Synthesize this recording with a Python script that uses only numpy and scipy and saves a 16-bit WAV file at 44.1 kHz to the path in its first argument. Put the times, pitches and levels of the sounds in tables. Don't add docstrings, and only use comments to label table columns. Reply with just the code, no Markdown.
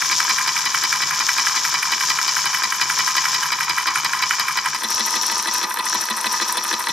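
import sys
import numpy as np
from scipy import signal
from scipy.fft import rfft, irfft
from scipy.io import wavfile

SR = 44100
rng = np.random.default_rng(int(sys.argv[2]) if len(sys.argv) > 2 else 0)


def master_out(mix):
    frames = np.transpose(np.atleast_2d(mix))
    ceiling = np.clip(frames, -1, 1)
    pcm = np.round(ceiling * 32767).astype(np.int16)
    wavfile.write(sys.argv[1], SR, pcm)


N = 305172

# time_s, turns_made
TURNS_ABOVE = [(-0.1592, 0), (0.5668, 4), (1.291, 8), (2.0106, 12), (2.7244, 16), (3.4322, 20),
               (4.1348, 24), (4.8341, 28), (5.009, 29)]
TURNS_SIDE = [(4.4656, 0), (4.9499, 3), (5.4272, 6), (5.8998, 9), (6.3698, 12), (6.8397, 15), (7.154, 17)]
# turn_share, table_db, base_plate_db, frame_db, crank_db, rods_db, guide_db, pins_db
KNOCKS_ABOVE = [ (.060, -46, -60, -20, -33, -28, -39, -40), (.136, -56, -59, -28, -22, -26, -36, -41),
                (.165, -56, -58, -30, -36, -30, -38, -34), (.224, -56, -60, -29, -33, -32, -33, -32),
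                (.415, -56, -42, -27, -21, -26, -36, -48), (.495, -48, -38, -28, -24, -27, -21, -22),
                (.508, -52, -50, -18, -27, -17, -20, -40), (.538, -45, -47, -26, -23, -24, -22, -44),
                (.562, -45, -50, -24, -32, -28, -30, -31), (.582, -46, -55, -21, -24, -17, -22, -42),
                (.700, -46, -44, -30, -34, -34, -33, -46), (.915, -60, -52, -30, -36, -36, -33, -33),
                (.974, -58, -50, -28, -21, -27, -33, -29), (.992, -50, -45, -22, -13.5, -16, -33, -31), ]
KNOCKS_SIDE = [(0.0, -63, -58, -29, -37, -33, -27, -31), (0.116, -55, -48, -30, -33, -41, -32, -38),
               (0.186, -52, -35, -25, -21, -23, -24, -32), (0.286, -52, -29, -25, -25, -28, -19, -24),
               (0.318, -56, -36, -21, -36, -30, -24, -40), (0.335, -34, -45, -36, -32, -28, -23, -33),
               (0.358, -48, -46, -26, -35, -25, -19, -28), (0.41, -44, -49, -26, -43, -28, -39, -41),
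               (0.53, -58, -56, -28, -36, -36, -32, -44), (0.705, -60, -46, -27, -44, -36, -36, -30),
               (0.735, -54, -46, -37, -47, -36, -31, -29), (0.776, -46, -45, -23, -26, -25, -29, -25),
               (0.805, -49, -55, -27, -27, -30, -41, -46), (0.9, -61, -58, -30, -35, -39, -39, -41)]
# pitch_hz, t60_s, above_db, side_db
PART_MODES = [
    [(66.4, 0.17, -13.5, -22), (104, 0.054, -25, -38), (148, 0.092, -0.5, -10), (220, 0.15, -6, 1)],
    [(340, 0.068, -0.5, -2.5), (502.4, 0.079, -8.5, -5), (661, 0.019, 4, 0)],
    [(936, 0.072, -30, -9), (999.7, 0.04, -10.5, -1), (1034.7, 0.033, -1, -21), (1110, 0.14, -15.5, -19),
     (1213, 0.05, -5.5, -5)],
    [(1339, 0.045, -10, -9), (1437, 0.011, 2.5, -19), (1596, 0.022, 0, -1), (1721, 0.027, -24.5, 0)],
    [(1967, 0.051, -4.5, -2), (2295, 0.062, -9.5, -11.5), (2372, 0.027, -1, -26), (2533, 0.017, -31, -1),
     (3011, 0.043, -6.5, -11.5)],
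    [(3530, 0.026, -17, -5), (3973, 0.035, -5, -6.5), (4207, 0.031, -9, -7), (4790, 0.075, -9.5, -19),
     (4940, 0.023, 0, -31), (5220, 0.035, -6.5, -23)],
    [(8190, 0.0016, 12.5, 6.5), (9260, 0.0063, -4, 5), (11300, 0.0023, -13, -15),
     (11150, 0.015, -10.5, -15), (11970, 0.012, 0.5, -20)],
]
RATTLE_ABOVE = [-54, -69, -32, -38.5, -36, -43.5, -97]
RATTLE_SIDE = [-65, -50.5, -34, -43, -46, -49, -65.5]
BOUNCE_GAIN = [.3, .5, 1, 1, 1, 1.2, 1]
CHATTER_S = [.008, .006, .004, .0025, .004, .005, .0012]
PART_LOW_CUT_HZ = [40, 90, 840, 1100, 1500, 2900, 7500]


def clatter(turns, knocks, rattle_db, level_column, fader):
    play_s, blow_spread_db, part_spread_db, mode_spread_db = .0004, 1.3, .18, 2.5
    knocks, (times, turns_made) = np.array(knocks), np.transpose(turns)
    knock_s = np.interp(np.arange(turns_made[-1])[:, None] + knocks[:, 0], turns_made, times)
    onsets = np.round((knock_s + play_s * rng.standard_normal(knock_s.shape)) * SR).astype(int)
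    span = np.flatnonzero(fader)
    first, size = span[0], len(span)
    audible = (onsets >= first) & (onsets < first + size)
    hits = onsets[audible] - first
    accent_db = blow_spread_db * rng.standard_normal(onsets.shape)
    swell_db, peak_share = .5, .082
    swell = from_db(swell_db * np.cos(4 * np.pi * (in_time(turns)[span] - peak_share)))
    rattle = grains(per_s=900., spread_db=3.5)[:, span] * swell
    out = np.zeros((2, N))
    for part, modes in enumerate(PART_MODES):
        blow_db = knocks[:, 1 + part] + accent_db + part_spread_db * rng.standard_normal(onsets.shape)
        blows = np.zeros(size)
        blows[hits] = from_db(blow_db)[audible]
        fade = np.exp(-1 / (CHATTER_S[part] * SR))
        bounce = signal.lfilter([np.sqrt(1 - fade ** 2)], [1, -fade], BOUNCE_GAIN[part] * blows)
        ringing = 0
        for mode in modes:
            hz, t60 = mode[:2]
            force = bounce * rng.standard_normal((2, size)) * [[.3], [.8]]
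            strength = from_db(mode_spread_db * rng.standard_normal(onsets.shape))[audible]
            force[0, hits] += .9 * blows[hits] * strength
            force += rattle * from_db(rattle_db[part]) * np.sqrt(4 * np.log(1000) / (t60 * SR))
            ringing = ringing + ring(force * fader[span] * from_db(mode[level_column]), hz, t60)
        out[:, span] += butterworth(ringing, 6, PART_LOW_CUT_HZ[part], "high")
    return out


def ring(force, hz, t60):
    decay, angle = from_db(-60 / (t60 * SR)), 2 * np.pi * hz / SR
    tone = signal.lfilter([0, np.sin(angle)], [1, -2 * decay * np.cos(angle), decay ** 2], force + 1e-18)
    return butterworth(tone, 2, [.65 * hz, 1.6 * hz], "band")


# time_s, level_db
LEAK_LEVEL = [(0, -21.5), (.3, -23), (1.0, -24), (1.5, -22), (1.7, -24), (2.2, -23), (2.3, -22),
              (2.8, -25.5), (3.0, -22.5), (3.38, -23.5), (3.5, -28), (4.2, -27), (4.3, -25.5), (4.84, -33),
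              (4.92, -23), (5.4, -22.5), (5.46, -31), (5.55, -22), (5.63, -25), (5.67, -32), (5.82, -36),
              (5.87, -24.5), (6.0, -24), (6.1, -32), (6.3, -26.5), (6.36, -22.5), (6.62, -28.5),
              (6.69, -25.5), (6.8, -31), (6.92, -28)]
# frequency_hz, level_db
SIZZLE_ABOVE = [(1880, -24), (3200, -8.5), (4060, -8), (4400, -9.5), (4730, -3.5), (5360, 0), (6850, -3.5),
                (8520, -18.5), (11900, -20.5), (13600, -20), (14700, -54), (15600, -78)]
SIZZLE_SIDE = [(1880, -8.5), (3200, 0), (3930, 3.5), (4790, 5.5), (5690, 13.5), (6670, 4), (7770, 0),
               (9230, -43), (10700, -8.5), (12600, -16), (14600, -49), (15600, -44)]
# pitch_hz, width_hz, boost_db
WHISTLES_ABOVE = [(5340, 150, 5.5), (5735, 40, 5), (6100, 70, 3), (6640, 150, 3)]
WHISTLES_SIDE = [(5450, 70, 4), (5750, 200, 5), (6150, 80, 3)]


def gland_sizzle(side_share):
    jet = .6 * grains(per_s=2500., spread_db=6.) + .68 * rng.standard_normal((2, N))
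    sputter_db = 1.2 * drift(rate_hz=30.) + 1.75 * drift(rate_hz=300.)
    jet = jet * from_db(sputter_db)
    above = np.sqrt(1 - side_share) * colour(jet, SIZZLE_ABOVE, WHISTLES_ABOVE)
    side = np.sqrt(side_share) * colour(jet, SIZZLE_SIDE, WHISTLES_SIDE)
    return from_db(in_time(LEAK_LEVEL)) * (above + side)


# turn_share, level_db
VALVE_ABOVE = [(0, -19), (.05, -32), (.25, -28), (.3, -46), (.48, -54), (.5, -30), (.6, -42), (.9, -39),
               (.94, -41), (1, -23)]
VALVE_SIDE = [(0, -37), (.06, -27), (.27, -33), (.3, -19), (.4, -36), (.68, -30), (.72, -17), (.8, -30.5),
              (.86, -25), (.96, -30), (1, -11)]
# low_hz, high_hz
SPIT_BANDS = [(8300, 11100), (10500, 13000)]


def valve_spit(side_share):
    above_db, side_db = each_turn(TURNS_ABOVE, VALVE_ABOVE), each_turn(TURNS_SIDE, VALVE_SIDE)
    level_db = (1 - side_share) * above_db + side_share * side_db
    drops = grains(per_s=5500., spread_db=5.) * from_db(level_db)
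    flicker_db = 2.5
    return sum(butterworth(drops, 3, band, "band") * from_db(flicker_db * drift(rate_hz=40.))
               for band in SPIT_BANDS)


# frequency_hz, level_db
BURNER_COLOUR = [(15, -50), (50, -30), (157, 6), (285, -35), (353, 13.5), (597, 5.5), (750, -3), (980, -49),
                 (1650, -120)]


def burner_air():
    return from_db(-55) * colour(rng.standard_normal((2, N)), BURNER_COLOUR)


# frequency_hz, likeness_share
STEREO_LIKENESS = [(60, 0.099), (120, 0.86), (240, 0.54), (480, 0.74), (950, 0.92), (1890, 0.86),
                   (3770, 0.98), (7520, 0.6), (15000, 0.04)]
# frequency_hz, left_over_right_db
STEREO_BALANCE = [(60, 6.5), (100, 5.0), (180, 4.0), (310, 4.0), (550, 3.5), (950, 0.5), (1650, -1.0),
                  (2860, -1.0), (4970, 3.5), (8640, 4.5), (15000, 2.5)]
# frequency_hz, left_lead_rad
STEREO_PHASE = [(0, 0), (340, -0.4), (5340, -0.1), (5600, -0.2), (7320, -1.1), (15200, -0.4)]


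def stereo_image(direct_and_scattered):
    alike = np.clip(over_hz(STEREO_LIKENESS), 0, 1)
    lead_rad = over_hz(STEREO_PHASE + np.array([1, 0]))
    tilt = from_db(over_hz(STEREO_BALANCE) / 2) * np.exp(.5j * lead_rad)
    direct, scattered = rfft(direct_and_scattered) * np.sqrt([(1 + alike) / 2, (1 - alike) / 2])
    return irfft([(direct + scattered) * tilt, (direct - scattered) / tilt], N)


def grains(per_s, spread_db):
    sizes = from_db(spread_db * np.minimum(rng.exponential(1, (2, N)), 4))
    signs = rng.choice([-1, 1], (2, N))
    return rms_one(sizes * signs * (rng.random((2, N)) < per_s / SR))


def drift(rate_hz):
    pole = np.exp(-2 * np.pi * rate_hz / SR)
    return rms_one(signal.lfilter([1], [1, -2 * pole, pole ** 2], rng.standard_normal(N + SR))[SR:])


def colour(x, spectrum, whistles=()):
    hz = np.fft.rfftfreq(N, 1 / SR)
    peaks_db = sum(db / (1 + (2 * (hz - centre) / width) ** 2) for centre, width, db in whistles)
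    return rms_one(irfft(rfft(x) * from_db(over_hz(spectrum) + peaks_db), N))


def butterworth(x, order, edges_hz, kind):
    return signal.sosfilt(signal.butter(order, edges_hz, kind, fs=SR, output="sos"), x)


def each_turn(turns, pattern):
    return np.interp(in_time(turns) % 1, *np.transpose(pattern))


def in_time(curve):
    return np.interp(np.arange(N) / SR, *np.transpose(curve))


def over_hz(curve):
    bin_hz = np.maximum(np.fft.rfftfreq(N, 1 / SR), 1)
    hz, values = np.transpose(curve)
    return np.interp(np.log(bin_hz), np.log(hz), values)


def from_db(db):
    return 10 ** (np.asarray(db, float) / 20)


def rms_one(x):
    return x / np.sqrt(np.mean(x ** 2) + 1e-20)


# time_s, level_db
EFFORT = [(0.0, 1.5), (1.5, 1), (3.0, 1.5), (4.0, 2.5), (4.5, 0.5), (4.7, 2), (5.0, 3), (6.92, 3.5)]
# start_s, end_s
CROSSFADE_S = (4.66, 4.86)


def scene():
    side_share = in_time([(CROSSFADE_S[0], 0), (CROSSFADE_S[1], 1)])
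    effort = from_db(in_time(EFFORT))
    above = clatter(TURNS_ABOVE, KNOCKS_ABOVE, RATTLE_ABOVE, level_column=2,
                    fader=effort * (1 - side_share))
    side = clatter(TURNS_SIDE, KNOCKS_SIDE, RATTLE_SIDE, level_column=3, fader=effort * side_share)
    bed = burner_air()
    return stereo_image(above + side + gland_sizzle(side_share) + valve_spit(side_share) + bed)


def record(dry):
    low_cut_hz, high_cut_hz, ceiling = 60, 15719, .9
    thinned = butterworth(dry, 2, low_cut_hz, "high")
    rounded = thinned / (1 + np.abs(thinned / ceiling) ** 4) ** .25
    return signal.sosfilt(signal.cheby2(20, 65, high_cut_hz, fs=SR, output="sos"), rounded)


dry = scene()
out = record(dry)
master_out(out)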